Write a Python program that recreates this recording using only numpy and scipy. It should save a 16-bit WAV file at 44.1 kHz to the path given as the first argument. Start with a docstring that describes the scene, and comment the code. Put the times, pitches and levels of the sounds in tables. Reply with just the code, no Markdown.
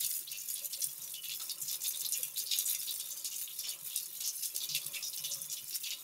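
"""Soapy hands rub together over a kitchen sink while a thin stream runs from the faucet.
Tiny foam bubbles burst and crackle, air pockets squelch, squeak and pop between the palms,
and soap films snap. The stream drums softly on the basin and gurgles at the drain.
The hands and the spray ring briefly in the hard corner of counter and tiles. The sound is mono."""
import sys
import numpy as np
from scipy import signal
from scipy.fft import rfft, irfft, next_fast_len
from scipy.io import wavfile
from scipy.ndimage import uniform_filter1d, map_coordinates

SR = 44100
rng = np.random.default_rng(int(sys.argv[2]) if len(sys.argv) > 2 else 0)


def unload_audio(sound):
    """Save the sound as a 16-bit wav file, at the path given as the first command line argument."""
    columns = np.transpose(np.atleast_2d(sound))
    # keep every value between -1 and 1, then stretch to whole-number steps
    steps = np.round(np.clip(columns, -1, 1) * 32767)
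    wavfile.write(sys.argv[1], SR, steps.astype(np.int16))


N = 266319

# Levels in a table compare its rows; the function that plays them sets the final loudness.
# big air pockets squeezed out between the hands: start_s, length_s, level_db, pitch_hz, spread_octaves
AIR_POCKETS = [(0.012, 0.046, -43, 4501, 0.327), (0.305, 0.07674, -47, 4617, 0.4145),
               (0.38, 0.046, -43.5, 6499, 0.1481), (0.486, 0.03, -43, 6921, 0.052),
               (0.551, 0.06023, -46, 4670, 0.56285), (0.632, 0.04, -44, 7042, 0.1807),
               (0.727, 0.026, -40.5, 4823, 0.3767), (0.818, 0.01584, -31.5, 5959, 0.21166),
               (1.018, 0.02294, -45, 6095, 0.0439), (1.136, 0.03133, -44, 4551, 0.66),
               (1.232, 0.0405, -46.5, 3508, 0.3505), (1.299, 0.04623, -43.5, 3939, 0.2183),
               (1.397, 0.03402, -43.5, 4895, 0.57), (1.493, 0.02426, -37.5, 4861, 0.039),
               (1.614, 0.01157, -35.5, 7417, 0.045), (1.68, 0.034, -39, 5529, 0.2503),
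               (1.719, 0.03098, -41, 4652, 0.4156), (1.807, 0.04213, -41, 6689, 0.2499),
               (1.842, 0.026695, -35, 4807, 0.4923), (1.933, 0.039, -44.5, 3812, 0.2182),
               (2.002, 0.02113, -43, 7164, 0.0789), (2.048, 0.014, -32.5, 4407, 0.1054),
               (2.121, 0.0285, -36.5, 6095, 0.1908), (2.371, 0.06287, -41, 5404, 0.31853),
               (2.454, 0.11953, -42, 4686, 0.1214), (2.51, 0.04525, -33, 4393, 0.3221),
               (2.572, 0.05582, -38.5, 5469, 0.533), (2.653, 0.02888, -34.5, 8039, 0.1037),
               (2.681, 0.03801, -44.5, 4274, 0.2152), (2.814, 0.026, -45.5, 4561, 0.386),
               (2.87, 0.0592, -41.5, 4151, 0.256), (2.995, 0.021, -39.5, 5582, 0.7),
               (3.105, 0.02269, -37, 7068, 0.1974), (3.245, 0.03818, -37.5, 6695, 0.65),
               (3.309, 0.0499, -42, 6353, 0.3632), (3.584, 0.03816, -42, 5285, 0.1685),
               (3.477, 0.04128, -51, 3233, 0.2561), (3.638, 0.0942, -44.5, 4985, 0.59),
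               (3.897, 0.06506, -48.5, 3604, 0.3284), (3.954, 0.04677, -41, 4869, 0.46),
               (4.203, 0.03, -43.5, 3864, 0.31006), (4.237, 0.033, -36.5, 5210, 0.3756),
               (4.277, 0.02, -36.5, 6060, 0.2037), (4.378, 0.07, -49.5, 5270, 0.043),
               (4.427, 0.04529, -38.5, 5986, 0.3971), (4.547, 0.03946, -40, 6113, 0.3225),
               (4.602, 0.05, -38, 4425, 0.2061), (4.692, 0.0871, -39, 4706, 0.2201),
               (4.752, 0.02261, -34.5, 4291, 0.71), (4.815, 0.03528, -45.5, 4720, 0.1655),
               (4.857, 0.01606, -42.5, 4086, 0.3776), (4.932, 0.04562, -42, 4271, 0.5653),
               (5.027, 0.0667, -39, 5444, 0.074), (5.125, 0.01755, -41.5, 4708, 0.332),
               (5.17, 0.03136, -44.5, 5235, 0.102), (5.238, 0.02914, -37.5, 4323, 0.6234),
               (5.309, 0.027, -35.5, 6067, 0.25), (5.499, 0.04478, -37, 6341, 0.3826),
               (5.566, 0.01889, -43.5, 4560, 0.5624), (5.727, 0.027, -39, 5137, 0.1583),
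               (5.831, 0.049, -38.5, 4655, 0.69), (5.904, 0.03634, -39, 3949, 0.5251)]
# soap films that snap: start_s, level_db
FILM_SNAPS = [(0.047, -19.5), (0.0653, -21.5), (0.087, -37), (.126, -27.5), (0.192, -24.5), (0.316, -24),
              (0.502, -24.5), (0.6571, -23), (0.8065, -24.5), (0.842, -16), (1.6208, -28.5),
              (2.0893, -22.5), (2.123, -19.5), (2.175, -22), (2.2314, -18.5), (2.587, -13), (2.6617, -22),
              (2.676, -24), (2.7493, -22), (2.7957, -26.5), (2.804, -27.5), (2.909, -20.5), (2.9983, -24),
              (3.246, -24.5), (3.5894, -23), (3.6929, -23), (3.9607, -16.5), (3.976, -22), (4.058, -29),
              (4.2763, -24.5), (4.4565, -21.5), (4.5628, -20.5), (4.7506, -20), (4.8652, -23), (5.24, -26),
              (5.336, -27.5), (5.417, -23.5), (5.526, -26), (5.696, -28)]
# tone of the foam and the spray, from low to high: frequency_hz, level_db
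FOAM_TONE = [(150, -45), (700, -41.5), (1500, -16.5), (2300, -11.5), (3300, -18), (5000, -8), (6600, -5.5),
             (7700, -4), (9300, 0.5), (11500, 1.5), (14000, 3.5), (16000, -1.5)]


def amp(db):
    """Turn decibels into a number to multiply a sound by."""
    return 10 ** (np.asarray(db) / 20)


def unit(x):
    """Scale a sound to an average power of 1."""
    return x / np.sqrt(np.mean(x ** 2) + 1e-20)


def along(points, hz):
    """Read between (frequency_hz, value) points, giving each octave equal room."""
    frequencies, values = np.transpose(points)
    return np.interp(np.log(hz + 1), np.log(frequencies + 1), values)


def curve(rows):
    """Join (time_s, value) points with straight lines, one value per sample."""
    times, values = np.transpose(rows)
    return np.interp(np.arange(N) / SR, times, values)


def wobble(per_s):
    """A smooth random curve through per_s points a second."""
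    return map_coordinates(rng.standard_normal(1024), [np.arange(N) * per_s / SR], mode='wrap')


def progress(n, length_s):
    """Climb from 0 to 1 in length_s, then stay there."""
    return np.minimum(np.arange(n) / (abs(length_s) * SR), 1)


def add(track, start_s, sound):
    """Mix a sound into the track."""
    start = int(np.clip(round(start_s * SR), 0, N - 1))
    track[start:start + len(sound)] += sound[:N - start]


def filtered(x, response):
    """Multiply each frequency in x by response(frequency)."""
    n = x.shape[-1]
    padded = next_fast_len(n + 4096)
    return irfft(rfft(x, padded) * response(np.fft.rfftfreq(padded, 1 / SR)), padded)[..., :n]


def coloured(x, tone):
    """Shape x with a (frequency_hz, level_db) table, at power 1."""
    return unit(filtered(x, lambda hz: amp(along(tone, hz))))


def low_cut(hz):
    """A filter response: small air pockets give off almost no low sound."""
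    return (1 + (2200 / (hz + 1)) ** 8) ** -.5


def resonance(hz, pitch_hz, width_hz):
    """The response of something that rings at one pitch; narrower rings longer."""
    return 1j * hz * width_hz / (pitch_hz ** 2 - hz ** 2 + 1j * hz * width_hz)


def ringing(x, notes):
    """Let x ring several (pitch_hz, width_hz, level_db) notes at once."""
    return filtered(x, lambda f: sum(amp(db) * resonance(f, hz, width) for hz, width, db in notes))


def cavity(x, pitch_hz, width_hz):
    """Let x ring a small hollow whose pitch moves."""
    spin = np.exp(2j * np.pi * np.cumsum(pitch_hz) / SR)
    ring = signal.lfilter([1], [1, -np.exp(-np.pi * width_hz / SR)], x / spin)
    return unit((spin * ring).real)


def crackle(n, per_s, scatter_db, fade_s):
    """Tiny bursts of noise, random in timing and size."""
    hits = rng.random(n) < per_s / SR
    sizes = amp(scatter_db * np.clip(rng.standard_normal(n), -2, 2))
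    power = signal.lfilter([1], [1, -np.exp(-2 / (fade_s * SR))], hits * sizes ** 2)
    return unit(np.sqrt(power + 1e-4) * rng.standard_normal(n))


def bubbles(n, per_s, pitch_hz, octaves, cycles, scatter_db):
    """Bubbles scattered around a pitch; each fades over its cycles and rises a little as it closes."""
    count = max(int(per_s * n / SR), 3)
    starts = ((np.arange(count) + rng.random(count)) * n / count).astype(int)
    detune, size = np.clip(rng.standard_normal((2, count, 1)), -2, 2)
    hz = np.minimum(np.broadcast_to(pitch_hz, n)[starts, None] * 2 ** (octaves * detune), SR / 2.8)
    samples = np.arange(min(int(5 * cycles * SR / np.mean(pitch_hz)) + 8, 6000))
    age = hz * samples / SR / cycles
    phase = 2 * np.pi * cycles * age * (1 + 0.003668 * age)
    rings = amp(scatter_db * size) * np.exp(-age) * np.sin(phase)
    return unit(np.bincount((starts[:, None] + samples).ravel(), rings.ravel(), n)[:n])


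def stroke(length_s, rise_s, fade_s):
    """The loudness shape of one short sound: it rises, holds and fades."""
    t = np.arange(int((abs(length_s) + .05) * SR)) / SR
    shape = (1 - np.exp(-t / rise_s)) * np.exp(-np.maximum(t - 0.82652 * length_s, 0) / fade_s)
    return shape / np.sqrt(np.sum(shape ** 2) / (abs(length_s) * SR))


def swells(rows, rise_s, fade_s):
    """Power over time, with one rise, hold and fade for each row."""
    power, t = np.zeros(N), np.arange(SR // 2) / SR
    for start_s, length_s, level_db in rows:
        shape = (1 - np.exp(-t / rise_s)) * np.exp(-np.maximum(t - length_s, 0) / fade_s)
        add(power, start_s, (amp(level_db) * shape) ** 2)
    return power


def bubble_runs(rows, per_s, octaves, cycles):
    """For each row, a short run of bubbles near one pitch."""
    out = np.zeros(N)
    for start_s, length_s, level_db, pitch_hz in rows:
        swell = stroke(length_s, rise_s=.004, fade_s=.012)
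        rings = bubbles(len(swell), per_s, pitch_hz, octaves, cycles, scatter_db=-2.5)
        add(out, start_s, amp(level_db) * swell * rings)
    return out


def foam_loudness():
    """Rubbing bursts foam all the time; big squeezes and snaps each burst some more."""
    # how hard the hands work the lather: time_s, level_db
    rubbing = [(0, -26.5), (.25, -39), (.7, -33), (1.15, -38), (1.4, -35), (1.9, -34.5), (2.35, -35),
               (2.65, -33.5), (2.95, -34), (3.45, -37), (4.2, -36), (4.9, -39), (5.7, -33.5), (6.04, -40)]
    steady = amp(curve(rubbing) + 3 * wobble(per_s=17)) ** 2
    squeezes = [(start_s, length_s, db + 0.5) for start_s, length_s, db, *_ in AIR_POCKETS]
    early_s = 0.002978  # the foam starts to burst just before the film parts
    flurries = [(start_s - early_s, early_s, db - 10.5) for start_s, db in FILM_SNAPS]
    squeezed = swells(squeezes, rise_s=0.0006, fade_s=0.0143)
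    snapped = swells(flurries, rise_s=0.002483, fade_s=0.024545)
    return np.sqrt(steady + squeezed + snapped)


def lather():
    """Countless foam bubbles burst under the rubbing; larger ones tick and ring among them."""
    loudness = amp(-3.5) * foam_loudness()
    fizz = crackle(N, per_s=1900, scatter_db=-4, fade_s=0.00025)
    ticks = crackle(N, per_s=330, scatter_db=6.5, fade_s=0.004168)
    # each size of bubble crackles around its own pitch, at its own moments
    sizes = sum(ringing(crackle(N, per_s=220, scatter_db=11.5, fade_s=0.002919), [(hz, 2600, 0)])
                for hz in (3819.4, 7357, 10266, 11761, 16185))
    pings = bubbles(N, per_s=380, pitch_hz=7000, octaves=0.6, cycles=22, scatter_db=5.5)
    foam = amp(-12) * fizz + amp(-2.5) * ticks + unit(sizes) + amp(-5.5) * pings
    return loudness * coloured(foam, FOAM_TONE)


def hand_contact():
    """The rubbing gets quieter wherever the hands slow or turn."""
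    # dips in the rubbing: middle_s, half_length_s, change_db
    pauses = [(0.22, 0.0317, -2), (0.685, 0.01212, -21.5), (0.787, 0.0109, -8), (0.974, 0.0832, -2),
              (1.206, 0.01724, -8), (1.471, 0.02666, -6), (1.572, 0.006496, -16), (1.781, 0.010426, -14.5),
              (1.887, 0.01925, -0.5), (2.329, 0.02545, -6.5), (2.959, 0.01556, -2), (4.898, 0.00895, -5),
              (5.488, 0.0142, -12), (5.657, 0.03635, -7.5), (5.792, 0.01217, -13)]
    t = np.arange(N) / SR
    return amp(sum(db * np.exp(-np.minimum(((t - middle_s) / half_s) ** 2, 20))
                   for middle_s, half_s, db in pauses))


def patter():
    """Steady spray and small bubbles where the stream lands."""
    drops = bubbles(N, per_s=900, pitch_hz=4514.1, octaves=0.45, cycles=27.64, scatter_db=8.5)
    hiss = coloured(crackle(N, per_s=11000, scatter_db=10.5, fade_s=0.00092), FOAM_TONE)
    return amp(-60.5) * drops + amp(-54.5) * hiss


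def drumming():
    """Lumps in the stream keep the basin ringing and shake the cabinet below it."""
    # notes of the basin: pitch_hz, width_hz, level_db
    basin_notes = [(146.34, 10.213, 35.5), (204.13, 13.65, 18.5)]
    # moments when the stream drums harder: start_s, length_s, level_db
    surges = [(.02, 0.04375, -69), (.288, 0.02325, -68), (.845, 0.05125, -65), (.99, 0.03325, -64),
              (1.28, 0.06634, -68.5), (1.614, 0.04405, -62.5), (2.027, 0.02683, -66), (2.17, 0.1246, -70.5),
              (2.76, 0.02667, -68.5), (3.809, 0.02357, -65), (4.684, 0.10114, -60), (4.85, 0.04926, -62),
              (5.195, 0.07507, -65), (5.32, 0.169, -65.5), (5.599, 0.0353, -64.5)]
    # tone of the cabinet's rumble: frequency_hz, level_db
    cabinet_tone = [(20, -16.5), (60, -0.5), (105, -0.5), (140, -13.5), (300, -50.5)]
    steady = amp(-79.5 + 1.5 * wobble(per_s=7.8)) ** 2
    drum_db = 10 * np.log10(steady + swells(surges, rise_s=0.00714, fade_s=0.02103))
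    lumps = crackle(N, per_s=900, scatter_db=3, fade_s=0.002092)
    ring = filtered(ringing(lumps, basin_notes), lambda hz: resonance(hz, 158.01, width_hz=82.5))
    # even out the ring so that drum_db sets its loudness
    ring /= np.sqrt(np.abs(uniform_filter1d(ring ** 2, size=4000)) + 1e-20)
    rumble_db = -88 + 0.3957 * (drum_db - np.mean(drum_db)) + 2.212 * wobble(per_s=12)
    rumble = coloured(rng.standard_normal(N), cabinet_tone)
    return amp(drum_db) * ring + amp(rumble_db) * rumble


def gurgling():
    """Water stirs the hollows of the drain, burbles and now and then gulps air."""
    # notes of the drain: pitch_hz, width_hz, level_db
    drain_notes = [(349.23, 16.145, -1.5), (406.4, 20.98, -4.5), (560, 30.34, -0.5), (891.95, 38.44, -5),
                   (1028.3, 50.76, -3.5), (1191.4, 14.15, 0), (1311.3, 16.71, -2)]
    # more or less gurgling as the basin fills and empties: time_s, change_db
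    flow = [(0, 1.5), (.45, -2.5), (.9, 0.5), (1.9, 1), (2.7, 2), (3.4, 1), (4.3, -1.5), (4.7, 3), (5.3, 0),
            (5.7, -1.5), (6.04, -0.5)]
    # gulps of air: start_s, length_s, level_db, pitch_hz
    gulps = [(.19, 0.04275, -71, 348.4), (.61, .057, -64, 568), (.77, .03, -65, 530.2),
             (1.0, 0.11, -72.5, 555.5), (1.4, .04, -60, 1324), (1.72, 0.04892, -72.5, 560.3),
             (1.98, 0.05457, -69.5, 397.5), (2.18, 0.03451, -63, 501.6), (2.39, 0.068, -72, 385.2),
             (2.42, 0.2011, -79, 576.1), (2.86, .07, -69.5, 334.7), (4.07, 0.04132, -72, 343),
             (4.51, 0.04758, -69.5, 372.9), (4.53, 0.03414, -67, 576.9), (4.76, .08, -70.5, 566.6),
             (4.88, 0.039, -69.5, 577.3), (5.29, .045, -64, 589.4), (5.34, 0.06866, -67, 1206),
             (5.36, .07, -67, 581.8), (5.71, .05, -72, 350.8)]
    loudness = amp(curve(flow) + 3 * wobble(per_s=7.8))
    # two sets of hollows, each stirred at its own moments
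    drain = sum(ringing(crackle(N, per_s=160, scatter_db=3, fade_s=0.0182), notes)
                for notes in (drain_notes[::2], drain_notes[1::2]))
    burble = bubbles(N, per_s=60, pitch_hz=400, octaves=.5, cycles=12, scatter_db=2)
    trickle = bubbles(N, per_s=80, pitch_hz=1050, octaves=.4, cycles=22, scatter_db=3)
    gurgle = amp(-71.5) * unit(drain) + amp(-82) * burble + amp(-79) * trickle
    return loudness * gurgle + bubble_runs(gulps, per_s=200, octaves=.04, cycles=18)


def splashing():
    """The stream splashes faintly on the sink floor."""
    # tone of the splashing: frequency_hz, level_db
    splash_tone = [(20, -12), (60, 5.5), (110, -3), (200, 13.5), (260, 1.5), (450, 7), (750, -2), (1500, 6),
                   (3000, 10.5), (6000, -41), (12000, -10.5), (16000, 17)]
    return amp(-58.5) * coloured(crackle(N, per_s=1600, scatter_db=-9.5, fade_s=0.002098), splash_tone)


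def squeaks():
    """Air forced through a thin soap film keeps a small pocket ringing at two pitches."""
    # squeaks of trapped air: start_s, length_s, level_db, low_hz, high_hz, high_over_low_db
    trapped_air = [(0.009, 0.0321, -42.5, 3774, 7133, 0), (0.32, 0.02128, -46.5, 2921, 6414, 4),
                   (0.631, 0.0363, -50, 6512, 7052, -6.5), (1.163, 0.03703, -50.5, 2978, 6344, -10.5),
                   (1.246, 0.0389, -55.5, 2659, 6315, 5), (1.843, 0.02765, -47.5, 3579, 5816, -7),
                   (1.944, 0.02426, -45, 3751, 4607, -11), (2.224, 0.0191, -48.5, 3342, 5875, -1.5),
                   (2.681, 0.02213, -43.5, 3965, 5696, -2), (2.873, 0.02953, -43.5, 3914, 4330, 0.5),
                   (3.633, 0.0242, -47.5, 3020, 5439, 3), (3.681, 0.01935, -42.5, 4579, 5378, -4.5),
                   (3.71, 0.021, -49.5, 2978, 6538, 1.5), (3.988, 0.0546, -53.5, 4485, 5130, -0.5),
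                   (4.957, 0.05164, -50.5, 2537, 5145, -6), (5.027, 0.06445, -51, 3734, 5489, 5.5),
                   (5.57, 0.02497, -55, 2972, 5803, 1.5), (5.725, 0.03325, -48, 4596, 4898, -7.5),
                   (5.849, 0.03303, -48.5, 2761, 5681, -2.5)]
    out = np.zeros(N)
    for start_s, length_s, level_db, low_hz, high_hz, high_over_low_db in trapped_air:
        swell = stroke(length_s, rise_s=0.0011, fade_s=0.00729)
        n = len(swell)
        bend = 2 ** (0.014 * rng.uniform(-0.75, 1) * (progress(n, length_s) - .5))
        film = crackle(n, per_s=1200, scatter_db=1, fade_s=0.001107)
        low, high = (unit(swell * cavity(film, hz * bend, width_hz=38.1)) for hz in (low_hz, high_hz))
        add(out, start_s, amp(level_db + 0.5) * np.std(swell) * (low + amp(high_over_low_db) * high))
    return out


def small_pockets():
    """Random rows like AIR_POCKETS for the faint squelches of sliding fingers."""
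    # a typical small pocket: length_s, level_db, pitch_hz, spread_octaves
    typical = (0.0033, -56, 5004.5, 0.6223)
    length_s, level_db, pitch_hz, spread_octaves = typical
    per_s = 6
    draws = rng.uniform(-0.73, 1, (int(per_s * N / SR), 4))
    return [((k + .5 + later / 2) / per_s, length_s * 2 ** (longer / 2), level_db + 2 * louder,
             pitch_hz * 2 ** (0.3851 * higher), spread_octaves)
            for k, (later, longer, louder, higher) in enumerate(draws)]


def squelches():
    """Air tears through the wet film; its spray rings the pocket, and bubbles follow the pitch."""
    out = np.zeros(N)
    for start_s, length_s, level_db, pitch_hz, spread_octaves in AIR_POCKETS + small_pockets():
        squeeze = stroke(length_s, rise_s=0.00069, fade_s=0.009129)
        n = len(squeeze)
        width_hz = pitch_hz * np.clip(3.627 * spread_octaves, .2, 1.5)
        tearing = crackle(n, per_s=500, scatter_db=2.5, fade_s=0.002776)
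        spray = unit(filtered(tearing, lambda hz: resonance(hz, pitch_hz, width_hz) ** 2))
        glide_octaves = 0.1381 * rng.uniform(-0.9495, 1)
        moving_hz = pitch_hz * 2 ** (glide_octaves * (progress(n, length_s) - .5))
        # gaps between the fingers make four new hollows around the pocket's pitch
        octaves = np.clip(0.72658 * spread_octaves, .1, .45)
        gaps = octaves * (np.linspace(-1, 1, num=4) + rng.uniform(-0.31195, 0.2618, size=4))
        hollows = unit(sum(cavity(spray, moving_hz * 2 ** gap, width_hz=132.5) for gap in gaps))
        rings = bubbles(n, per_s=420, pitch_hz=moving_hz, octaves=max(octaves, .2),
                        cycles=15, scatter_db=3.5)
        squelch = unit(spray + amp(-3.5) * hollows + amp(-6) * rings)
        add(out, start_s, amp(level_db - 0.5) * squeeze * squelch)
    return filtered(out, low_cut)


def palm_squishes():
    """Bubbles ring near the pitch of the hollow between cupped palms."""
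    # hollow squishes: start_s, length_s, level_db, pitch_hz
    squishes = [(.03, 0.02427, -51.5, 3094), (.325, 0.03516, -54, 2914), (1.29, 0.0396, -52.5, 2888),
                (2.14, .025, -48.5, 2962), (2.225, 0.026, -54, 2813), (2.52, 0.03146, -47, 2788),
                (2.725, .035, -50.5, 2587), (3.635, 0.03039, -48.5, 2833), (3.712, 0.03582, -55, 2873),
                (4.747, 0.02695, -48.5, 2700), (4.936, .05, -48, 2413), (5.175, 0.01857, -53, 2839),
                (5.57, 0.02418, -60, 2823), (5.855, 0.03633, -48, 2758), (5.9, 0.0314, -49, 2682)]
    return amp(1.5) * bubble_runs(squishes, per_s=1100, octaves=0.17154, cycles=14.017)


def snaps():
    """A soap film parts with a sharp crack, then a brief spit whose tone depends on its size."""
    out, t = np.zeros(N), np.arange(SR // 40) / SR
    lead_samples = 64  # silence in front gives the tone filter room
    fade = np.exp(-t / .0016) + amp(-5) * np.exp(-t / .007)
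    for start_s, level_db in FILM_SNAPS:
        film_hz = 10500 * np.exp(0.4128 * rng.standard_normal())
        crack = fade * rng.standard_normal(len(t))
        tick = filtered(crack, lambda hz: 0.1554 + resonance(hz, film_hz, width_hz=4900))
        add(out, start_s - lead_samples / SR, amp(level_db - 13.5) * brighten(tick, lead_samples))
    return filtered(out, low_cut)


def brighten(tick, lead_samples):
    """Put silence before a tick and give it the bright tone of a snapping film."""
    # tone of a snap: frequency_hz, level_db
    snap_tone = [(200, -52.5), (900, -42.5), (1800, -45), (3500, -7.5), (7000, 2), (10000, 12.5),
                 (13000, 6.5), (16000, -2)]
    return coloured(np.pad(tick, (lead_samples, 0)), snap_tone)


def slides():
    """Soapy skin slides on skin: fine crackle rings a changing wet gap and sheds bubbles."""
    # long soft squishes: start_s, length_s, level_db, first_hz, last_hz
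    skin_slides = [(0.27, .04, -42.5, 3412, 5810), (2.014, 0.032, -46, 3587, 4266),
                   (2.357, .06, -41.5, 3613, 5265), (3.038, 0.12, -54.5, 3619, 3906),
                   (3.165, .125, -51.5, 4957, 4295), (3.311, 0.04, -50.5, 3517, 2829),
                   (3.395, 0.054, -60.5, 4648, 4183), (3.654, 0.061, -48, 4118, 4731),
                   (4.023, 0.074, -64, 4615, 4305), (4.12, .055, -49.5, 3606, 4001),
                   (5.037, .08, -64.5, 3553, 3890), (5.196, .04, -52, 3578, 4051),
                   (5.27, .05, -44.5, 4026, 3604), (5.354, 0.11, -51, 5914, 6759),
                   (5.953, 0.072, -55, 4176, 3568)]
    out = np.zeros(N)
    for start_s, length_s, level_db, first_hz, last_hz in skin_slides:
        swell = stroke(length_s, rise_s=0.002675, fade_s=0.00796)
        n = len(swell)
        moving_hz = first_hz * (last_hz / first_hz) ** progress(n, length_s)
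        gap = cavity(crackle(n, per_s=3000, scatter_db=10.5, fade_s=0.0012), moving_hz, width_hz=96.8)
        rings = bubbles(n, per_s=880, pitch_hz=moving_hz, octaves=0.22872, cycles=14.7, scatter_db=4)
        add(out, start_s, amp(level_db - 2.5) * swell * unit(amp(4.5) * gap + rings))
    return filtered(out, low_cut)


def pops():
    """A pocket opens all at once and its air rings for a few milliseconds."""
    # sharp wet pops: start_s, peak_db, pitch_hz
    openings = [(.486, -32, 6654), (1.295, -25, 3879), (1.31, -27, 3439), (1.496, -24, 4670),
                (2.007, -22.5, 7250), (2.0487, -21.5, 4534), (2.5355, -15, 4482), (2.748, -27, 4700),
                (2.994, -33, 5095), (3.246, -27, 7400), (3.477, -30.5, 3293), (3.691, -40, 4612),
                (4.2754, -22, 5802), (4.564, -22.5, 5348), (4.6897, -23.5, 5705), (4.7485, -16, 3711),
                (5.027, -22.5, 5889), (5.1754, -25.5, 4968), (5.499, -26, 6750), (5.906, -19, 5423)]
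    out, t = np.zeros(N), np.arange(SR // 30) / SR
    for start_s, peak_db, pitch_hz in openings:
        puff = rng.standard_normal(len(t)) * np.exp(-t / 0.001838)
        pop = filtered(puff, lambda hz: resonance(hz, pitch_hz, width_hz=3320) ** 2 * low_cut(hz))
        add(out, start_s, amp(peak_db) * pop / np.abs(pop).max())
    return out


def sucks():
    """A large, leaky hollow between the palms opens with a dull puff."""
    # the palms let go: start_s, length_s, level_db, pitch_hz
    releases = [(1.395, 0.0393, -61, 1104), (3.668, 0.01857, -58, 912.5)]
    out = np.zeros(N)
    for start_s, length_s, level_db, pitch_hz in releases:
        swell = stroke(length_s, rise_s=0.001925, fade_s=0.0098)
        air = rng.standard_normal(len(swell))
        puff = filtered(air, lambda hz: resonance(hz, pitch_hz, width_hz=2.056 * pitch_hz) ** 2)
        add(out, start_s, amp(level_db + 5) * swell * unit(puff))
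    return out


def corner(x):
    """The hard corner rings at many pitches; each comes and goes as the hands move."""
    # notes of the corner: pitch_hz, level_db
    corner_notes = [(2445, -5), (2560, -13), (2697, 3.5), (2820, 3), (2960, 6), (3070, 1), (3383, 5),
                    (3525, 8), (3630, 2), (3735, 6.5), (3895, -2), (4078, 4.5), (4490, 1.5), (4585, 0),
                    (4840, -3), (5078, -2), (5203, 4.5), (5410, 4), (5827, 5.5), (5938, 0), (6067, -1.5),
                    (6248, 7.5), (6691, 6.5), (6785, 5.5), (7043, 0), (7252, -6), (8990, 2)]
    waver_db, wavers_per_s = 4.5, 6
    steps = np.arange(N) * wavers_per_s / SR
    out = np.zeros(N)
    for pitch_hz, level_db in corner_notes:
        waver = np.clip(rng.standard_normal(int(steps[-1]) + 2), -1.5, 1.5)
        loudness = np.interp(steps, np.arange(len(waver)), amp(level_db + waver_db * waver))
        out += signal.lfilter(*signal.iirpeak(pitch_hz, pitch_hz / 34, SR), x * loudness)
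    return np.std(x) * unit(out)


def echo_tail(delay_s):
    """A wash of echoes in which each frequency dies at its own speed."""
    # time the kitchen takes to fade by 60 dB: frequency_hz, fade_s
    fade_times = [(200, 0.42), (3000, 0.20314), (8000, 0.10343), (15000, 0.1924)]
    hz, t, noise = signal.stft(rng.standard_normal(SR // 2), SR, nperseg=256)
    fade = amp(-60 * t / along(fade_times, hz)[:, None])
    tail = signal.istft(noise * fade, SR, nperseg=256)[1]
    return np.pad(tail / np.linalg.norm(tail), (int(delay_s * SR), 0))


def kitchen(x):
    """The direct sound and the corner's ring, then echoes that shift as the hands move."""
    near = amp(-5.5) * x + amp(-12.5) * corner(x)
    moments = np.linspace(0, N, num=12)
    room = np.zeros(N)
    for weights in np.eye(len(moments)):  # each set of echoes blends into the next
        echoes = amp(-7.5) * echo_tail(delay_s=.008)
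        wall_delays = (rng.uniform(.0012, .012, size=7) * SR).astype(int)
        echoes[wall_delays] += amp(-19.5)
        blend = np.interp(np.arange(N), moments, weights)
        room += signal.oaconvolve(near * blend, echoes)[:N]
    return near + room


def scene():
    """Hands and spray echo in the kitchen, over the soft stream; both channels are the same."""
    palms = palm_squishes()
    rubbing = hand_contact() * (lather() + squelches())
    hands = rubbing + slides() + squeaks() + sucks() + palms + pops() + snaps()
    mono = kitchen(hands + patter()) + drumming() + gurgling() + splashing()
    return np.array([mono, mono])


def record(dry):
    """Cut away the very highest treble."""
    return filtered(dry, lambda hz: hz < 15750)


dry = scene()
out = record(dry)
unload_audio(out)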